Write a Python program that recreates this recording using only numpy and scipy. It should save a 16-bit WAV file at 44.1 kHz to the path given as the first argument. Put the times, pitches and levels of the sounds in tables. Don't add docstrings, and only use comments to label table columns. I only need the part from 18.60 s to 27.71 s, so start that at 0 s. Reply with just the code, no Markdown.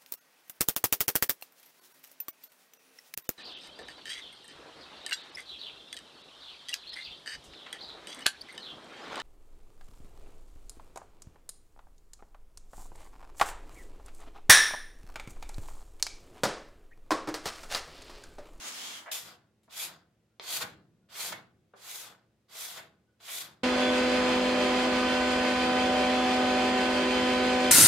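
import sys
import numpy as np
from scipy import signal
from scipy.fft import rfft, irfft, next_fast_len
from scipy.io import wavfile
from scipy.ndimage import uniform_filter1d, map_coordinates

SR = 44100
rng = np.random.default_rng(int(sys.argv[2]) if len(sys.argv) > 2 else 0)


def transcribe(signal):
    frames = np.atleast_2d(signal).T
    limited = np.clip(frames, -1, 1)
    pcm = np.round(limited * 32767).astype(np.int16)
    wavfile.write(sys.argv[1], SR, pcm)


N = 401751
TIME = np.arange(N) / SR
NEAR_S, MACHINE_S = 0.513, 5.032

# contact, fastest moment and lift in seconds, then tearing, fine hiss, rubbing
# and panel boom in dB (before the layers' trims), blade ring in Hz, blade ring in dB.
STROKES = [(0.412, 0.499, 0.69, -41.5, -41, -52.5, -63, 3560, 1),
           (1.09, 1.222, 1.3, -42.5, -41.3, -53, -63, 4310, 0.5),
           (1.801, 1.948, 2.056, -40.5, -39.8, -48.5, -53, 4400, 6),
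           (2.485, 2.651, 2.74, -42.5, -42, -49.5, -56, 4250, 3.5),
           (3.15, 3.355, 3.501, -48, -47, -56, -66.5, 3280, -0.5),
           (3.88, 4.024, 4.21, -47, -45.5, -54.5, -61.5, 4000, 2),
           (4.592, 4.767, 4.868, -44, -42.5, -54.5, -62, 3900, 1.5)]
# frequency in Hz, relative level in dB per Hz.
BOOM_SPECTRUM = [(21, -53.5), (40, -31.5), (80, -7.5), (135, -3.5), (180, -0.5), (260, -10), (340, -5.5),
                 (480, -23), (840, -100)]
# frequency in Hz, coherence from 0 to 1.
HAND_ALIKE = [(60, 0.93), (130, 0.96), (290, 0.86), (640, 0.79), (1410, 0.41), (3100, 0.44), (6820, 0.14),
              (15000, 0.12)]
MACHINE_ALIKE = [(60, 0.88), (130, 1), (290, 0.99), (640, 0.84), (1410, 0.74), (3100, 0.45), (6820, 0.22),
                 (15000, 0.07)]
# time in seconds, turns per second.
BLOCK_SPEED = [(5.0, 83.78), (9.1, 83.88)]


def amp(db):
    return 10 ** (np.asarray(db) / 20)


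def unit(x):
    return x / np.sqrt(np.mean(x ** 2) + 1e-20)


def along(points, hz):
    f, v = np.transpose(points)
    return np.interp(np.log(hz + 1), np.log(f + 1), v)


def curves(rows):
    s, *columns = np.transpose(rows)
    return [np.interp(TIME, s, column) for column in columns]


def wobble(rate):
    coarse_s = np.linspace(0, TIME[-1], 2000)
    knots = rng.standard_normal(int(N * rate / SR) + 4)
    return np.interp(TIME, coarse_s, map_coordinates(knots, [coarse_s * rate]))


def after(s, rise=0.0032):
    return np.clip((TIME - s) / rise, 0, 1)


def filtered(x, response):
    m = next_fast_len(N + SR // 4)
    return irfft(rfft(x, m) * response(np.fft.rfftfreq(m, 1 / SR)), m)[..., :N]


def noise():
    return rng.standard_normal((2, N))


def grains(rate, share):
    snaps = (rng.random(N) < rate / SR) * noise()
    share = np.clip(share, 0, 1)
    return np.sqrt(share) * unit(snaps) + np.sqrt(1 - share) * noise()


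def coloured(pair, spectrum, alike):
    def middle_and_side(hz):
        turn = np.arccos(np.clip(along(alike, hz), -1, 1)) / 2
        return amp(along(spectrum, hz)) * np.array([np.cos(turn), np.sin(turn)])

    mid, side = filtered(pair, middle_and_side)
    return np.array([mid + side, mid - side]) / np.std(mid)


def panned(x, left_db):
    return x * amp(np.outer([1, -1], left_db) / 2)


def reverb(x):
    # frequency in Hz, time to fall by 60 dB in seconds.
    decay_times = [(100, 0.63), (1000, 0.18), (4000, 0.36), (14000, 0.061)]
    hz, t, z = signal.stft(rng.standard_normal((2, SR // 2)), SR, nperseg=256)
    fading = z * amp(-60 * t / along(decay_times, hz)[:, None])
    tail = signal.istft(fading, SR, nperseg=256)[1]
    return signal.fftconvolve(np.atleast_2d(x), tail / np.linalg.norm(tail[0]), axes=1)[:, :N]


def resonance(hz, centre_hz, q):
    damping = 1j * hz * centre_hz / q
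    return damping / (centre_hz ** 2 - hz ** 2 + damping)


def tone(phase, hz):
    shift = rng.choice([-1, 1]) * np.arccos(np.clip(along(MACHINE_ALIKE, hz), -1, 1)) / 2
    angle = (2 * np.pi * ((phase + rng.random()) % 1)).astype(np.float32)
    return np.sqrt(2) * np.array([np.sin(angle + np.float32(shift)), np.sin(angle - np.float32(shift))])


def running_tones(table, waver_db, drift):
    total = 0
    for hz, db in table:
        waver = unit(amp(waver_db * wobble(8)))
        total = total + waver * amp(db) * tone(hz * TIME + drift * wobble(6), hz)
    return total


def quiet_room():
    # frequency in Hz, relative level in dB per Hz.
    still_spectrum = [(25, -36), (60, -9), (110, -8.5), (180, -10.5), (280, -15.5), (480, -13), (900, -24),
                      (2500, -27.5), (8000, -35.5), (15800, -43)]
    # frequency in Hz, level in dB.
    hums = [(113, -81), (215.3, -82.5), (323, -90.5)]
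    still = amp(-76) * coloured(noise(), still_spectrum, HAND_ALIKE)
    return still + running_tones(hums, waver_db=0.5, drift=0.05)


def squeaks():
    # loudest moment in seconds, half length in seconds, peak level in dB, pitch in Hz.
    notes = [(1.72, 0.03, -84, 1400), (2.44, 0.025, -83, 1430), (4.36, 0.04, -82, 1480),
             (4.495, 0.02, -75.5, 1480), (4.54, 0.015, -81, 1470), (6.42, 0.035, -35, 1240),
             (7.02, 0.03, -41, 2350)]
    unsteady = 0.11 * wobble(120)
    total = np.zeros(N)
    for s, half_length, db, hz in notes:
        swell = np.exp(-((TIME - s) / half_length) ** 2)
        total += amp(db) * swell * np.sin(2 * np.pi * (hz * TIME + unsteady))
    return total


def housed(x):
    t = np.arange(SR // 8) / SR
    ring = rng.standard_normal((2, len(t))) * amp(-60 * t / 0.2)
    return x + 0.45 * signal.fftconvolve(x, ring / np.linalg.norm(ring[0]), axes=1)[:, :N]


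def cutter_tones(turns):
    # time in seconds, then the levels in dB of orders 3, 6, 9, 18 and 37.
    swelling_rows = [(5.13, -30, -33, -44, -45, -50), (5.14, -30.5, -33.5, -37.5, -42, -49),
                     (5.44, -30.5, -30, -40.5, -43, -55), (6.09, -31.5, -33.5, -39, -47.5, -46),
                     (6.14, -31, -33.5, -38.5, -43, -53), (6.64, -31.5, -35, -37.5, -38.5, -50),
                     (7.15, -32, -34.5, -32, -40, -44), (7.68, -31.5, -36, -31.5, -46, -48),
                     (7.87, -31, -36, -33, -40, -51), (8.17, -31.5, -36, -31, -43, -42),
                     (8.39, -31.5, -35.5, -40.5, -38, -45), (8.48, -32, -34, -44, -45, -50),
                     (8.54, -31, -32.5, -39.5, -44, -39), (9.0, -30, -32.5, -31.5, -41, -52),
                     (9.08, -30, -32, -35, -40.5, -39)]
    # order, level in dB.
    steady_orders = [(1, -58), (12, -40), (15, -47.5), (21, -51.5), (24, -49.8), (30, -53), (33, -51),
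                     (36, -55.5), (39, -51.5), (45, -63), (48, -58.5), (50, -58), (51, -61), (54, -57.5),
                     (57, -59), (60, -58.5), (66, -60.5), (69, -64.5), (72, -68.5), (75, -64)]
    shaft_hz = np.mean(BLOCK_SPEED, axis=0)[1]
    orders = list(zip((3, 6, 9, 18, 37), curves(swelling_rows))) + steady_orders
    total = 0
    for order, db in orders:
        waver_db = min(0.1 * order, 1.6) * wobble(9)
        total = total + amp(db + waver_db) * tone(order * turns, order * shaft_hz)
    return total


def fan_tone():
    # time in seconds, level in dB before the 1.1 dB lift below.
    fan_rows = [(5.07, -43), (5.31, -34), (5.42, -48), (5.53, -35.5), (5.73, -45), (6.02, -33), (6.23, -48),
                (6.36, -40), (6.42, -54), (6.5, -38.5), (6.9, -39.5), (6.99, -49), (7.38, -33.5),
                (7.67, -43.5), (7.97, -35.5), (8.19, -51), (8.24, -40), (8.39, -36), (8.55, -48),
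                (8.81, -38), (8.87, -50), (9.08, -37)]
    fan_hz = 597.5
    fan_db, = curves(fan_rows)
    return amp(fan_db + 1.1) * tone(fan_hz * TIME + 0.032 * wobble(6.8), fan_hz)


def motor_drone():
    # time in seconds, level of the strongest tone in dB before the 1.5 dB lift below.
    motor_rows = [(5.07, -44), (5.98, -46), (6.06, -39.5), (6.83, -50), (8.22, -40), (9.06, -39.5),
                  (9.08, -44)]
    # frequency in Hz, level in dB.
    drone_tones = [(65.5, -55.5), (165.5, -56), (199.2, -51.5), (263.8, -53), (329.9, -43), (335, -52),
                   (391, -50), (550.6, -49.3), (634.7, -52.5), (849.7, -53.5), (1062, -55), (1123, -54)]
    motor_hz = 383.1
    motor_db, = curves(motor_rows)
    phase = motor_hz * TIME + 0.04 * wobble(6)
    motor = amp(motor_db + 1.5 + 1.2 * wobble(7.3)) * tone(phase, motor_hz)
    return motor + running_tones(drone_tones, waver_db=1.5, drift=0.049)


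def bearing_whine():
    # frequency in Hz, level in dB.
    whine_tones = [(1835, -54), (1968, -55), (2325, -56), (2389, -56), (2745, -54), (3066, -54.5),
                   (3416, -51), (3487, -52), (3900, -56.5), (4013, -57), (4194, -61.5), (4527, -62.5),
                   (4680, -58.5), (5001, -58.5), (5534, -67), (6828, -69), (6996, -69), (7480, -67)]
    return running_tones(whine_tones, waver_db=6.5, drift=0.22)


def churned_air():
    # frequency in Hz, relative level in dB per Hz.
    air_spectrum = [(25, -21), (45, -2), (80, -0.5), (122, -5), (170, 3.5), (400, 4), (700, 3.5),
                    (1150, 1.5), (1350, -0.5), (1800, 0), (2600, -17), (5000, -51.5)]
    start_db, fall_db_per_s = -33.5, 0.5
    air_db = start_db - fall_db_per_s * (TIME - MACHINE_S) + 0.5 * wobble(12)
    return amp(air_db) * coloured(housed(noise()), air_spectrum, MACHINE_ALIKE)


def flying_chips():
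    # frequency in Hz, relative level in dB per Hz.
    cut_spectrum = [(1000, -27), (1700, -3.5), (2150, -1.5), (2690, 0), (2890, -5), (3150, 1), (3330, -13),
                    (3500, 1.5), (3680, -9), (3900, -5.5), (4950, -8), (5300, -15.5), (7300, -16),
                    (10800, -27.5), (15800, -44)]
    mean_db, surge_db, surge_hz, surge_peak_s = -35.5, 1.0, 5.99, 7.05
    surge = surge_db * np.cos(2 * np.pi * surge_hz * (TIME - surge_peak_s))
    chips = housed(grains(rate=2000, share=0.22))
    return amp(mean_db + surge + 0.49 * wobble(14)) * coloured(chips, cut_spectrum, MACHINE_ALIKE)


def jointer():
    speed, = curves(BLOCK_SPEED)
    turns = np.cumsum(speed + 0.015 * wobble(7)) / SR
    low = cutter_tones(turns) + fan_tone() + motor_drone() + churned_air()
    high = bearing_whine() + flying_chips()
    return panned(low, -0.52) + panned(high, -1.4)


def shifting(x, blade_ring, depth_db):
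    hz, t, z = signal.stft(x, SR, nperseg=512)
    s, ring_hz, ring_db = np.transpose(blade_ring)
    distance_hz = hz[:, None] - np.interp(t, s, ring_hz)
    ring = np.interp(t, s, ring_db) * np.exp(-(distance_hz / 330) ** 2)
    field = uniform_filter1d(rng.standard_normal(z.shape[1:]), size=4, axis=0)
    field = uniform_filter1d(field, size=16, axis=1)
    return signal.istft(z * amp(ring + depth_db * unit(field)), nperseg=512)[1][:, :N]


def far_stroke():
    # time in seconds, tearing in dB, rubbing in dB, both before the trims below.
    far_course = [(0.0, -48, -55), (0.068, -41, -50), (0.082, -38, -49.5), (0.116, -44, -53),
                  (0.258, -41, -53), (0.384, -46.5, -54.5), (0.45, -61, -60)]
    # frequency in Hz, relative level in dB per Hz.
    tear_spectrum = [(1180, -37), (2000, -7), (3190, -3), (3890, -4.5), (5900, -6.5), (7070, -6.5),
                     (8620, -11.5), (10600, -13.5), (15800, -21)]
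    # time in seconds, frequency in Hz, level in dB.
    far_ring = [(0.03, 6500, 7), (0.12, 6800, 6), (0.19, 3280, 2.5), (0.4, 3200, 6)]
    diffuse = [(300, 0.93), (640, 0.71), (1400, 0.15), (15000, 0.05)]  # Hz, coherence
    rub_spectrum = [(120, -46.0), (220, 0.0), (420, -5.5), (700, -0.5), (1400, 3), (2200, -1), (3200, -38.0)]
    tear_db, rub_db = curves(far_course)
    fade_db = 150 * np.maximum(TIME - far_course[-1][0], 0)
    fibres = shifting(grains(rate=5000, share=0.2), far_ring, depth_db=0.9)
    tear = amp(tear_db - 1.3) * coloured(fibres, tear_spectrum, diffuse)
    rub = amp(rub_db + 0.9) * coloured(noise(), rub_spectrum, diffuse)
    boom = amp(rub_db - 21.5) * coloured(noise(), BOOM_SPECTRUM, HAND_ALIKE)
    return (tear + rub + boom) * amp(-fade_db) * (1 - after(NEAR_S))


def panel_boom():
    lead_s = 0.02
    rise_db_per_s, boom_fade_db_per_s, ring_fade_db_per_s = 150, 48.5, 84
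    boom_gain, ring_gain = np.zeros((2, N))
    for _, _, lift, _, _, _, boom_db, *_ in STROKES:
        since = TIME - lift + lead_s
        risen_db = boom_db + rise_db_per_s * np.minimum(since, 0)
        boom_gain += amp(risen_db - boom_fade_db_per_s * np.maximum(since, 0))
        ring_gain += amp(risen_db - ring_fade_db_per_s * np.maximum(since, 0))
    # Hz, relative dB per Hz
    upper = [(250, -14), (400, 2), (490, -3), (570, 0), (750, -5), (1000, -16), (1400, -18), (3000, -42)]
    boom = amp(-1.0) * boom_gain * coloured(noise(), BOOM_SPECTRUM, HAND_ALIKE)
    ring = amp(-7.5) * ring_gain * coloured(noise(), upper, HAND_ALIKE)
    return boom + ring


def contacts():
    # time in seconds, starting level in dB, brightness in Hz, 60 dB decay in seconds.
    touches = [(1.032, -73, 12000, 0.14), (1.079, -59.5, 1400, 0.088), (1.797, -37.5, 4190, 0.017),
               (2.488, -60, 3000, 0.04), (3.136, -49, 1400, 0.07), (3.884, -69, 4000, 0.05),
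               (3.951, -53, 3500, 0.05), (4.602, -58, 4000, 0.044)]
    # start in seconds, length in seconds, level in dB, pitch in Hz.
    judders = [(0.457, 0.037, -47, 1100), (1.846, 0.016, -61, 1196), (2.005, 0.03, -41.5, 1400),
               (2.548, 0.013, -50, 1800), (2.72, 0.0091, -38.5, 1370), (4.175, 0.014, -47, 1380),
               (4.675, 0.018, -46.5, 1640)]
    out = np.zeros(N)
    t = np.arange(SR // 8) / SR
    for s, db, bright_hz, t60 in touches:
        colour = signal.butter(3, [240, min(bright_hz, SR / 3)], "band", fs=SR, output="sos")
        knock = unit(signal.sosfilt(colour, rng.standard_normal(len(t)))) * amp(-60 * t / t60)
        out[round(s * SR):][:len(t)] += amp(db) * knock
    for s, length, db, pitch_hz in judders:
        grip = np.clip(t / 0.0055, 0, 1) * np.clip(1 - (t - length) / 0.0062, 0, 1)
        kicks = rng.random(len(t)) < 900 / SR
        slips = rng.standard_normal(len(t)) * (0.29 + kicks) * grip
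        colour = signal.butter(3, [pitch_hz * 0.45, pitch_hz * 1.8], "band", fs=SR, output="sos")
        burst = unit(signal.sosfilt(colour, slips)) * np.sqrt(np.mean(grip ** 2))
        out[round(s * SR):][:len(t)] += amp(db) * burst
    return out + amp(-1.0) * reverb(out)


def through_wood(x):
    # frequency in Hz, width in Hz, level in dB.
    modes = [(493, 9, 6.5), (652, 8.5, 8), (708, 10, 6.5), (750, 8.9, -1.5), (827, 5, 2), (1510, 81, -5),
             (2060, 60, -2)]

    def response(hz):
        return 1 + sum(amp(db) * resonance(hz, mode_hz, mode_hz / width) for mode_hz, width, db in modes)

    return filtered(x, response)


def stroke_level(peak_db, swell_db, drop_db, fade_db_per_s):
    gain = np.zeros(N)
    for (contact, fastest, lift, *_), db in zip(STROKES, peak_db):
        span = slice(round(contact * SR), round((lift + 0.5) * SR))
        t = TIME[span]
        before = np.clip((fastest - t) / (fastest - contact), 0, 1)
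        beyond = np.clip((t - fastest) / (lift - fastest), 0, 1)
        arch_db = swell_db * before ** 2 + drop_db * beyond ** 2
        fade_db = fade_db_per_s * np.maximum(t - lift, 0)
        gain[span] += amp(db - arch_db - fade_db) * np.clip((t - contact) / 0.018, 0, 1)
    return gain


def close_strokes():
    # frequency in Hz, relative level in dB per Hz.
    tear_spectrum = [(1180, -29.5), (2000, -0.5), (2150, -3), (2360, 0), (2540, -0.5), (2880, -1),
                     (3440, 4.5), (4390, -1), (4750, 1), (5300, -7.5), (6890, -40.5), (11700, -120)]
    rasp_spectrum = [(4200, -41), (5200, -3.5), (6000, 0.5), (6900, 3), (7700, -1.5), (8700, -8.5),
                     (10000, -40)]
    hiss_spectrum = [(5000, -29.5), (8500, -2.5), (9550, -1.5), (11800, 2.5), (13300, -4.5), (14900, -2.5),
                     (15800, -14)]
    rub_spectrum = [(180, -46.5), (300, -10.5), (450, -7.5), (760, -4), (1100, -0.5), (1430, -0.5),
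                    (1800, -5), (2200, -12), (2900, -23), (5000, -100)]
    # time in seconds, half length in seconds, change of level in dB.
    bites = [(0.637, 0.042, -6.5), (1.16, 0.015, -2.5), (1.907, 0.0051, 1), (1.969, 0.0087, 3.5),
             (1.996, 0.011, -2), (2.025, 0.014, 7), (2.61, 0.012, 3.5), (2.711, 0.01, -1),
             (2.728, 0.0071, 8.5), (4.09, 0.025, -2), (4.178, 0.015, 5), (4.684, 0.0074, 0)]
    contact, fastest, lift, tear_db, hiss_db, rub_db, _, ring_hz, ring_db = np.transpose(STROKES)
    tearing = stroke_level(tear_db, swell_db=24.8, drop_db=11.3, fade_db_per_s=200)
    hissing = stroke_level(hiss_db, swell_db=37, drop_db=19, fade_db_per_s=280)
    rubbing = stroke_level(rub_db, swell_db=18, drop_db=0.8, fade_db_per_s=150)

    pan_rows, ring_rows = [], []
    for k in range(len(STROKES)):
        pan_rows += [(contact[k], -3.5), (lift[k], 2), (lift[k] + 0.1, 0)]
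        for s in (contact[k], lift[k]):
            sunk_hz = 2400 * (s - fastest[k])
            ring_rows.append((s, ring_hz[k] - sunk_hz, ring_db[k]))
    pan_db, = curves(pan_rows)

    bite_db = sum(db * np.exp(-((TIME - s) / half_length) ** 2) for s, half_length, db in bites)
    grain = amp(bite_db + 0.87 * wobble(70)) * after(NEAR_S, rise=0.004)
    fibres = shifting(grains(rate=3800, share=0.25), ring_rows, depth_db=1.7)
    tear = tearing * coloured(fibres, tear_spectrum, HAND_ALIKE)
    rasp = amp(-4.5) * np.sqrt(tearing * hissing) * coloured(fibres, rasp_spectrum, HAND_ALIKE)
    hiss_trim_db = -1.0 - 0.35 * np.maximum(bite_db, 0)
    hiss = amp(hiss_trim_db) * hissing * coloured(fibres, hiss_spectrum, HAND_ALIKE)
    rub = amp(-1.0) * rubbing * coloured(grains(rate=900, share=0.3), rub_spectrum, HAND_ALIKE)
    edge = panned(tear + rasp + panned(hiss, 2.7), pan_db) * grain
    return edge + panned(through_wood(rub * grain), 0.8)


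def scene():
    hand_work = quiet_room() + far_stroke() + panel_boom() + contacts() + close_strokes()
    running = after(MACHINE_S)
    return squeaks() + jointer() * running + hand_work * (1 - running)


def record(dry):
    return filtered(dry, lambda hz: hz < 15800)


dry = scene()
out = record(dry)
transcribe(out)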